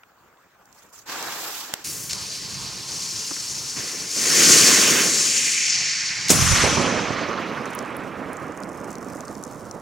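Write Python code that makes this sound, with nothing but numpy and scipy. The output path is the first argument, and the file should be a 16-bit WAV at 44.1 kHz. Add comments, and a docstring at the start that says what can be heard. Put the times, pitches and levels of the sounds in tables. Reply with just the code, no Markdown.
"""A lighter ticks close by, then a firecracker's fuse sputters and flares on a tree stump in a forest clearing.
From several metres off, the fuse hisses, swells to a roaring jet and sinks into its tube. The charge bangs,
the forest returns a long, darkening echo, and grit patters on the grass over low wind.
Flame, gas, wind and echo are flickering coloured noise with a moving level; ticks, spits, crack and
single echoes are decaying noise puffs; fine grit is random grains with short noise tails."""
import sys
import numpy as np
from scipy import signal
from scipy.fft import rfft, irfft
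from scipy.io import wavfile
from scipy.ndimage import uniform_filter1d

SR = 44100
rng = np.random.default_rng(int(sys.argv[2]) if len(sys.argv) > 2 else 0)


def inscribe(sig):
    """Save sig as 16-bit PCM at rate SR to the path in sys.argv[1].

    A 1-D sig is mono; a 2-D sig holds one channel per row.
    Samples are clipped to [-1, 1] before scaling.
    """
    pcm = np.round(np.clip(np.atleast_2d(sig).T, -1, 1) * 32767)
    wavfile.write(sys.argv[1], SR, pcm.astype(np.int16))


N = 432621

# microphone close until FAR_S, then several metres off; charge goes off at BANG_S
FAR_S, BANG_S = 1.843, 6.3
# flame sinks into the tube: moment, transition time, treble lost, share of hiss pitch lost
SINK_S, SINK_TIME_S, SINK_DULL_DB, SINK_DROP_SHARE = 5.65, 0.1, 19.5, 0.24
# tube note sags as the cavity deepens
TUBE_FIRST_HZ, TUBE_LAST_HZ, TUBE_SETTLE_S = 2730, 1950, 0.68
# upper band limit of the recorder
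EDGE_HZ = 16000

# stump reflection of the flare as the microphone draws away: [t/s, echo delay/ms]
STUMP_DELAY_MS = [(1.04, 2), (1.35, 1.73), (1.55, 1.5), (1.7, 0.35), (1.84, .4)]

# Spectra: shape only, absolute level set elsewhere
# background air close by: [f/Hz, relative level/dB]
CLOSE_AIR_DB = [(25, -18), (80, -1), (550, -0.5), (1100, 1.5), (1500, 1), (2100, -8.5), (4200, -19),
                (7300, -17), (10000, -30), (14800, -17)]
# sputtering priming: [f/Hz, relative level/dB]
PRIMING_DB = [(300, -12), (1200, -1), (2200, -8.5), (4000, -10), (6100, -1.5), (7600, -2), (8800, -12),
              (14000, -11)]
# low flame of the flare: [f/Hz, relative level/dB]
FLARE_BODY_DB = [(50, -29), (170, -12.5), (350, -2), (560, -7), (800, 0.5), (1100, -1), (1700, -2.5),
                 (2300, -10), (4000, -31)]
# spark fizz of the flare: [f/Hz, relative level/dB]
FLARE_FIZZ_DB = [(1000, -34), (2500, 1), (5000, 1.5), (7600, 1), (9000, -9), (11000, -6), (13000, -1.5),
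                 (16000, -5)]
# fuse hiss and spits: [f/Hz, relative level/dB]
FUSE_DB = [(600, -30), (1500, -13), (2500, -4), (3600, -7), (4500, 0.5), (6700, 0), (7400, -2), (8200, -8),
           (9600, -9), (11500, -19.5), (16000, -25)]
# roaring jet: [f/Hz, relative level/dB]
JET_DB = [(40, -40), (120, -8), (220, 3), (450, 1.5), (620, -6.5), (880, -11), (1080, -3.5), (1300, -4.5),
          (1800, 0), (2500, -1), (3400, -5), (6000, -20)]
# wind over the clearing: [f/Hz, relative level/dB]
WIND_DB = [(25, -48), (60, -5.5), (130, 3), (180, 3.5), (270, -20.5), (600, -14.5), (1050, -5),
           (2000, -26.5), (6000, -22), (16000, -36.5)]
# bursting casing: [f/Hz, relative level/dB]
CRACK_DB = [(40, -11), (150, -2), (400, 0.5), (800, -11), (2500, -10.5), (4200, -12), (6400, 0),
            (8500, -5.5), (12000, -14), (16000, -18)]
# long boom, once settled in pitch: [f/Hz, relative level/dB]
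BOOM_DB = [(25, -30), (55, -15), (85, 1.5), (125, 0.5), (190, -5.5), (400, -39), (4000, -90)]
# punch and low forest echo: [f/Hz, relative level/dB]
LOW_ECHO_DB = [(50, -43), (130, -29), (220, 12.5), (310, -8), (390, -3), (480, -0.5), (750, -8.5),
               (1100, -16.5), (1700, -35), (8000, -82)]
# bright forest echo before air loss: [f/Hz, relative level/dB]
BRIGHT_ECHO_DB = [(300, -27), (850, -7.5), (1180, 0.5), (1500, -2.5), (2300, -0.5), (3700, -4), (5000, 1),
                  (6100, 7), (8000, -1.5), (10000, -2), (16000, -17)]
# single forest echoes: [f/Hz, relative level/dB]
THUD_DB = [(40, -29), (120, 1), (300, 1), (1200, -7.5), (4000, -49), (16000, -75)]
# fine grit on grass: [f/Hz, relative level/dB]
GRIT_DB = [(1500, -24), (3900, -21), (5200, -3), (6500, 0.5), (8500, -4), (11000, -8.5), (16000, -21)]

# Two microphone ports
# next to the fuse: [f/Hz, left-right/dB, likeness 0-1, left lead/rad]
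CLOSE_PORTS = [(900, -0.5, 1, 0.73), (2120, 2.5, 0.5, -1), (4500, -4.5, 0, -0.5), (12000, -1.5, 0.1, -1.5)]
# facing the stump from afar: [f/Hz, left-right/dB, likeness 0-1, left lead/rad]
FAR_PORTS = [(100, -9, 0.94, 0), (600, -6, 0.99, 0.18), (1050, -1.5, 0.92, 0), (1400, -7.5, 1, 0),
             (2150, -4, .99, 0), (4000, -6, .98, -0.2), (5300, 2, 1, 0.55), (6300, 5, 0.94, -0.085),
             (9100, -.5, 0.82, -.58), (12000, -1, 0.97, 0)]
# in the blast itself: [f/Hz, left-right/dB, likeness 0-1, left lead/rad]
BLAST_PORTS = [(100, -10, 0.98, -0.11), (300, -7, 0.6, -0.83), (900, 9, 0.6, 0.021), (2400, -2.5, 0.9, 0),
               (6500, 3, 0.9, -.1), (11000, -7, 0.7, -0.41)]
# for returns from all around: [f/Hz, left-right/dB, likeness 0-1, left lead/rad]
ECHO_PORTS = [(100, -11, 0.87, 0), (380, -3, 1, -0.18), (890, -11, 0.88, -0.16), (1220, -7, 0.95, 0.097),
              (2300, -2.5, 0.99, 0), (4200, -3.5, 0.99, 0), (6000, 7, 0.76, -0.024),
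              (9000, -.5, 0.64, -0.72), (13000, -7, 0.5, -.1)]

# Short events; level/dB is a nominal peak
# lighter and first sparks: [t/s, level/dB, resonance f/Hz]
LIGHTER = [(.034, -29.5, 1400), (.372, -50, 3000), (.656, -42, 6500), (.727, -38, 6000), (.774, -51, 6000),
           (1.227, -19, 6000)]
# sharp handling click: [t/s, level/dB, decay/s]
CLICK = [(1.7385, -4.5, 0.0016)]
# fuse spits: [t/s, level/dB, decay/s]
FUSE_SPITS = [(1.845, -24, 0.086), (2.095, -17, .02), (2.108, -16.5, 0.015), (2.132, -10, .0036),
              (5.212, -19, .004), (5.388, -12, 0.00029), (5.664, -12, 0.0039), (6.284, -9.5, .0072),
              (6.294, -4, 0.0062)]
# gusts in the flame: [t/s, level/dB, resonance f/Hz]
GUSTS = [(3.78, -35, 398), (4.537, -15, 170), (4.775, -12, 333)]
# soft knocks nearby: [t/s, level/dB, resonance f/Hz]
KNOCKS = [(3.31, -22, 1190), (3.313, -22, 324), (3.362, -25, 1400)]
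# bursting casing: [t/s, level/dB, decay/s]
CRACK = [(6.3027, 1.5, 0.021)]
# single echoes from the forest edge: [t/s, level/dB relative to the group gain, decay/s]
THUDS = [(6.638, -5.5, 0.046), (6.77, -5.5, 0.039), (6.842, -8, 0.013), (6.862, -16, .01),
         (7.105, -7, 0.0069), (7.215, -7.5, 0.007), (7.288, -12, .01)]
# largest bits landing: [t/s, level/dB relative to the group gain, resonance f/Hz]
LANDINGS = [(7.657, -27, 6380), (7.751, -18.5, 11600), (7.79, -19, 5800), (7.9678, -25.5, 11700),
            (8.332, -24, 8900), (8.3693, -24, 6850), (8.6347, -23, 5550), (8.954, -22.5, 5600),
            (9.207, -24, 5630), (9.2812, -27, 5030), (9.3524, -26, 5800), (9.438, -19, 7160),
            (9.712, -22, 6040)]

# Swells
# priming sputters: [start/s, rise/s, hold/s, level/dB, fall/(dB/s)]
SPUTTERS = [(.63, .2, .01, -56.5, 90), (.915, 0.048, 0.029, -46.5, 300)]
# low flame of the two flares: [start/s, rise/s, hold/s, level/dB, fall/(dB/s)]
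FLARE_FLAME = [(1.052, 0.049, 0.2, -36.5, 21), (1.2, 0.035, .01, -38, 42)]
# fizz above the flame: [start/s, rise/s, hold/s, level/dB, fall/(dB/s)]
FLARE_SPRAY = [(1.055, 0.044, 0.51, -37, 57)]
# gas surges from the nozzle, pitch and treble as before the flame sinks:
# [start/s, rise/s, hold/s, level/dB, fall/(dB/s), pitch f/Hz, extra treble/dB]
SURGES = [(1.839, 0.0071, .01, -33, 19, 6700, 22), (2.09, 0.057, 0.082, -33.5, 3, 4420, 6),
          (2.848, 0.082, .05, -32, 0.2, 6030, 9), (4.06, 0.48, 0.041, -13, 18, 6360, 9.5),
          (5.067, 0.048, 0.57, -23, 16, 7400, -1.5)]
# roaring jet: [start/s, rise/s, hold/s, level/dB, fall/(dB/s)]
ROARS = [(1.838, 0.016, 0.42, -49, 1), (3.755, 0.012, 0.047, -40, 24), (4.12, 0.29, 0.56, -26.5, 40.5)]
# resonance of the emptied tube: [start/s, rise/s, hold/s, level/dB, fall/(dB/s)]
TUBE_NOTE = [(5.17, 0.19, 0.37, -29.5, 8)]
# short low punch of the blast: [start/s, rise/s, hold/s, level/dB, fall/(dB/s)]
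PUNCH = [(6.292, 0.0064, 0.009, -22.5, 106)]
# long boom of the blast: [start/s, rise/s, hold/s, level/dB, fall/(dB/s)]
BOOM_SWELL = [(6.285, 0.068, 0.17, -23.5, 37)]
# grit thrown low, then thrown high: [start/s, rise/s, hold/s, level/dB, fall/(dB/s)]
SHOWERS = [(7.52, 0.21, .03, -52.5, 42), (8.2, 0.75, 0.5, -51, 26)]


def amp(db):
    """Decibels to gain."""
    return 10 ** (np.asarray(db) / 20)


def evened(x):
    """Scales to an rms of one."""
    return x / np.sqrt(np.mean(x ** 2) + 1e-20)


def read(points, hz, axis=1):
    """One table column, interpolated on a log-frequency axis."""
    columns = np.transpose(points)
    return np.interp(np.log(hz + 1), np.log(columns[0] + 1), columns[axis])


def follow(curve, t, axis=1):
    """One column of a curve at the times t."""
    columns = np.transpose(curve)
    return np.interp(t, columns[0], columns[axis])


def coloured(points):
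    """A table as a steady colour(t, hz)."""
    return lambda t, hz: read(points, hz)


def bump_db(hz, centre_hz, width_hz):
    """Gain of one resonance in dB."""
    return -10 * np.log10(1 + ((hz ** 2 - centre_hz ** 2) / ((hz + 1) * width_hz)) ** 2)


def swell(row, t):
    """Gain that rises in a straight line, holds, then dies away."""
    start_s, rise_s, hold_s, db, fall_db_per_s = row[:5]
    falling_s = np.maximum(t - start_s - rise_s - hold_s, 0)
    return np.clip((t - start_s) / rise_s, 0, 1) * amp(db - fall_db_per_s * falling_s)


def swells(rows):
    """Joint gain(t) of overlapping swells, summed in power."""
    return lambda t: np.sqrt(sum(swell(row, t) ** 2 for row in rows))


def drift(db, db_per_s):
    """Gain(t) of a background that changes steadily, db at t = 0."""
    return lambda t: amp(db + db_per_s * t)


def add(mix, s, sound):
    """Mixes a stereo sound in at s seconds."""
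    part = mix[:, max(round(s * SR), 0):][:, :sound.shape[1]]
    part += sound[:, :part.shape[1]]


def at_ports(z, hz, ports):
    """Turns two unrelated spectra into what the left and right ports pick up."""
    like = np.clip(read(ports, hz, axis=2), 0, 1)
    lean = amp(read(ports, hz) / 2)
    lead = np.exp(1j * read(ports, hz, axis=3))
    left = z[0] * lean * lead
    right = (like * z[0] + np.sqrt(1 - like ** 2) * z[1]) / lean
    # the average of both ports keeps the source power
    return np.array([left, right]) * 2 / np.sqrt(lean ** 2 + lean ** -2 + 2 * like * lead.real)


def rush(span_s, level, band_hz, colour, ports, flicker_db, patchy_db, size=512):
    """Turbulent noise of a moving colour(t, hz), whose rms within the band is level(t)."""
    begin, end = span_s
    start, hop = max(int(begin), 0), size // 4
    frames = (int(end) + 1 - start) * SR // hop
    t = start + np.arange(frames)[:, None] * hop / SR
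    hz = np.fft.rfftfreq(size, 1 / SR)
    a, b, c, d, patches = rng.standard_normal((5, frames, size // 2 + 1))
    shape = amp(colour(t, hz) + 0 * t)
    # unit in-band power at every moment: level(t) alone sets the loudness
    in_band = (hz >= band_hz[0]) & (hz <= band_hz[1])
    shape /= np.sqrt((shape[:, in_band] ** 2).sum(1, keepdims=True))
    # eddies: patches in time and frequency, plus a flicker shared by all bands
    patches = uniform_filter1d(patches, size=7, axis=0)
    patches = evened(uniform_filter1d(patches, size=14, axis=1))
    flicker = evened(signal.lfilter([1], [1, -.8], rng.standard_normal(frames)))
    unrest = evened(amp(patchy_db * patches + flicker_db * flicker[:, None]))
    z = at_ports(np.array([a + 1j * b, c + 1j * d]) * shape * unrest, hz, ports)
    sound = signal.istft(z, nperseg=size, noverlap=size - hop, time_axis=1, freq_axis=2)[1]
    sound = sound * np.sqrt(3 / 2)  # makes up for overlap of unrelated frames
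    t = start + np.arange(sound.shape[1]) / SR
    fade = np.clip(np.minimum(t - begin, end - t) / .008 + 1, 0, 1)  # 8 ms beyond each end
    out = np.zeros((2, N))
    add(out, start, sound * fade * level(t))
    return out


def tinted(pair, colour, ports):
    """Gives two noises one colour(hz) and places them at the ports."""
    hz = np.fft.rfftfreq(pair.shape[1], 1 / SR)
    spectra = rfft(pair) * evened(amp(colour(hz)))
    return irfft(at_ports(spectra, hz, ports), pair.shape[1])


def puff(s, db, decay_s, colour, ports, size=8192):
    """Sudden noise burst with exponential decay; its nominal peak is three times its first rms."""
    t = (np.arange(size) - size // 32) / SR
    noise = rng.standard_normal((2, size)) * (t >= 0) * np.exp(-abs(t / decay_s))
    return s + t[0], amp(db) / 3 * tinted(noise, colour, ports)


def bursts(rows, colour, ports):
    """Puffs of one colour, each with its own decay."""
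    out = np.zeros((2, N))
    for s, db, decay_s in rows:
        add(out, *puff(s, db, decay_s, colour, ports))
    return out


def ticks(rows, ports, decay_s, width_share):
    """Small impacts, each with one broad resonance whose width is a share of its frequency."""
    out = np.zeros((2, N))
    for s, db, centre_hz in rows:
        def ring_db(hz):
            return 2 * bump_db(hz, centre_hz, width_share * centre_hz)
        add(out, *puff(s, db, decay_s, ring_db, ports))
    return out


def lighting():
    """Lighter ticks, sputtering priming, then the flare combed by its sweeping reflection off the stump."""
    def mirror_db(t, hz, depth=0.26, reach_hz=5000):
        delay_s = follow(STUMP_DELAY_MS, t) / 1000
        return 20 * np.log10(abs(1 + depth * np.exp(-hz / reach_hz + 2j * np.pi * hz * delay_s)))

    def sparkle_db(t, hz, first_db=-5, lift_db=7, peak_s=1.48, width_s=.2, above_hz=8500, edge_hz=1500):
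        # spark spray is brightest just before the flare dies
        top = .5 + .5 * np.tanh((hz - above_hz) / edge_hz)
        return top * (first_db + lift_db * np.exp(-((t - peak_s) / width_s) ** 2))

    def body_db(t, hz):
        return read(FLARE_BODY_DB, hz) + mirror_db(t, hz)

    def fizz_db(t, hz):
        return read(FLARE_FIZZ_DB, hz) + mirror_db(t, hz) + sparkle_db(t, hz)

    close_s, flaring_s = (0, FAR_S), (1, FAR_S)
    air = rush(close_s, drift(db=-58, db_per_s=1.0), (30, 16000), coloured(CLOSE_AIR_DB), CLOSE_PORTS,
               flicker_db=-0.9, patchy_db=-2.4, size=1024)
    priming = rush(close_s, swells(SPUTTERS), (4000, 16000), coloured(PRIMING_DB), CLOSE_PORTS,
                   flicker_db=3.5, patchy_db=3)
    body = rush(flaring_s, swells(FLARE_FLAME), (200, 2500), body_db, CLOSE_PORTS,
                flicker_db=1.6, patchy_db=1.0, size=1024)
    fizz = rush(flaring_s, swells(FLARE_SPRAY), (2500, 16000), fizz_db, CLOSE_PORTS,
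                flicker_db=1.1, patchy_db=1.1)
    click = bursts(CLICK, lambda hz: bump_db(hz, 830, 6300), CLOSE_PORTS)
    lighter = ticks(LIGHTER, CLOSE_PORTS, decay_s=0.0026, width_share=0.83)
    return air + priming + body + fizz + click + lighter


def fuse():
    """Gas hisses from the nozzle and spits; the flame roars in gusts; the emptied tube adds a hollow note."""
    def hiss_db(t, hz, focus=0.55, treble_hz=7000):
        # the strongest surge dominates pitch and treble; the tube lowers both
        power = np.array([swell(row, t) ** 2 for row in SURGES]) + 1e-20
        pitch_hz, treble_db = np.tensordot(np.transpose(SURGES)[-2:], power / power.sum(0), 1)
        sunk = .5 + .5 * np.tanh((t - SINK_S) / SINK_TIME_S)
        top_db = np.clip(np.log2((hz + 1) / treble_hz), 0, 1) * (treble_db - SINK_DULL_DB * sunk)
        sunk_pitch_hz = pitch_hz * (1 - SINK_DROP_SHARE * sunk)
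        return read(FUSE_DB, hz) + top_db + focus * bump_db(hz, sunk_pitch_hz, 1920)

    def tube_db(t, hz, focus=2.45, width_hz=1400):
        shallow = np.exp(-np.maximum(t - TUBE_NOTE[0][0], 0) / TUBE_SETTLE_S)
        note_hz = TUBE_LAST_HZ + (TUBE_FIRST_HZ - TUBE_LAST_HZ) * shallow
        return focus * bump_db(hz, note_hz, width_hz)

    def roar_db(t, hz, dull_db_per_octave=2.14, pivot_hz=500):
        # a weak flame is duller than the full jet
        strength = swells(ROARS)(t)
        weakness = 1 - strength / strength.max()
        return read(JET_DB, hz) - dull_db_per_octave * weakness * np.log2(1 + hz / pivot_hz)

    burning_s = (FAR_S, BANG_S)
    hiss = rush(burning_s, swells(SURGES), (4000, 8000), hiss_db, FAR_PORTS,
                flicker_db=0.89, patchy_db=0.77)
    roar = rush(burning_s, swells(ROARS), (250, 1400), roar_db, FAR_PORTS,
                flicker_db=0.4, patchy_db=1.5, size=1024)
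    tube = rush((TUBE_NOTE[0][0], BANG_S), swells(TUBE_NOTE), (1500, 3200), tube_db, FAR_PORTS,
                flicker_db=0.5, patchy_db=1.3)
    gusts = ticks(GUSTS, FAR_PORTS, decay_s=0.013, width_share=1.0)
    spits = bursts(FUSE_SPITS, lambda hz: read(FUSE_DB, hz), FAR_PORTS)
    return hiss + roar + tube + gusts + spits


def clearing():
    """Low turbulent wind over the clearing and a few soft, resonant knocks."""
    wind = rush((FAR_S, N / SR), drift(db=-46, db_per_s=-0.37), (25, 300), coloured(WIND_DB), FAR_PORTS,
                flicker_db=3.2, patchy_db=1.5, size=2048)
    return wind + ticks(KNOCKS, FAR_PORTS, decay_s=0.0078, width_share=0.71)


def bang():
    """Crack, boom sinking as the cloud grows, and scatter from ever farther trees, dulled by the air."""
    def age_s(t):
        return np.maximum(t - BANG_S, 0)

    def forest(t, db, return_s, build_db_per_s, spread_db_per_decade, loss_db_per_s):
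        # builds until the forest edge answers, then thins with path length
        early_s = np.maximum(return_s - age_s(t), 0)
        late_s = np.maximum(age_s(t) - return_s, 0)
        spread_db = spread_db_per_decade * np.log10(1 + late_s / return_s)
        return amp(db - build_db_per_s * early_s - spread_db - loss_db_per_s * late_s)

    def low_level(t):
        # the negative loss slows the decay
        echo = forest(t, db=-24.5, return_s=0.54, build_db_per_s=32,
                      spread_db_per_decade=23, loss_db_per_s=-0.97)
        return np.hypot(swells(PUNCH)(t), echo)

    def bright_level(t):
        return forest(t, db=-21.5, return_s=0.29, build_db_per_s=24,
                      spread_db_per_decade=12.5, loss_db_per_s=4.0)

    def boom_db(t, hz, first_rise=0.8, sink_s=0.06, ring_hz=118, ring_width_hz=70, focus=0.56):
        settled_hz = hz / (1 + first_rise * np.exp(-age_s(t) / sink_s))
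        return read(BOOM_DB, settled_hz) + focus * bump_db(settled_hz, ring_hz, ring_width_hz)

    def scatter_db(t, hz, loss_db_per_s=10.5, at_hz=2500, steepness=1.15):
        return read(BRIGHT_ECHO_DB, hz) - loss_db_per_s * (hz / at_hz) ** steepness * age_s(t)

    after_s = (BANG_S, N / SR)
    crack = bursts(CRACK, lambda hz: read(CRACK_DB, hz), BLAST_PORTS)
    boom = rush(after_s, swells(BOOM_SWELL), (40, 200), boom_db, BLAST_PORTS,
                flicker_db=-0.5, patchy_db=0.9, size=1024)
    low = rush(after_s, low_level, (200, 700), coloured(LOW_ECHO_DB), ECHO_PORTS,
               flicker_db=2.4, patchy_db=0.5)
    bright = rush(after_s, bright_level, (1000, 3500), scatter_db, ECHO_PORTS,
                  flicker_db=-0.44, patchy_db=1.74)
    thuds = bursts(THUDS, lambda hz: read(THUD_DB, hz), ECHO_PORTS)
    return crack + boom + low + bright + amp(-3.0) * thuds


def fallout(grains_per_s=420, spread_db=4.5):
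    """Fine grit rains on the grass as random grains in two showers, with a few larger bits among it."""
    t = np.arange(N) / SR
    hits = rng.random(N) < grains_per_s / SR
    grains = hits * amp(spread_db * np.minimum(rng.exponential(1, N), 3.5))
    tails = signal.lfilter([1], [1, -np.exp(-1 / (.0008 * SR))], grains)  # 0.8 ms decay
    rustle = evened(tails * rng.standard_normal((2, N)))
    grit = tinted(rustle * swells(SHOWERS)(t), lambda hz: read(GRIT_DB, hz), ECHO_PORTS)
    return grit + amp(3.5) * ticks(LANDINGS, ECHO_PORTS, decay_s=0.0011, width_share=0.49)


def scene():
    """All sources together."""
    return lighting() + fuse() + clearing() + bang() + fallout()


def record(dry):
    """Rounds off the loudest peaks, then limits the band."""
    rounded = dry / (1 + dry ** 6) ** (1 / 6)
    lowpass = signal.firwin(511, EDGE_HZ, window=("kaiser", 9), fs=SR)
    return signal.oaconvolve(rounded, lowpass[None], "same")


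dry = scene()
out = record(dry)
inscribe(out)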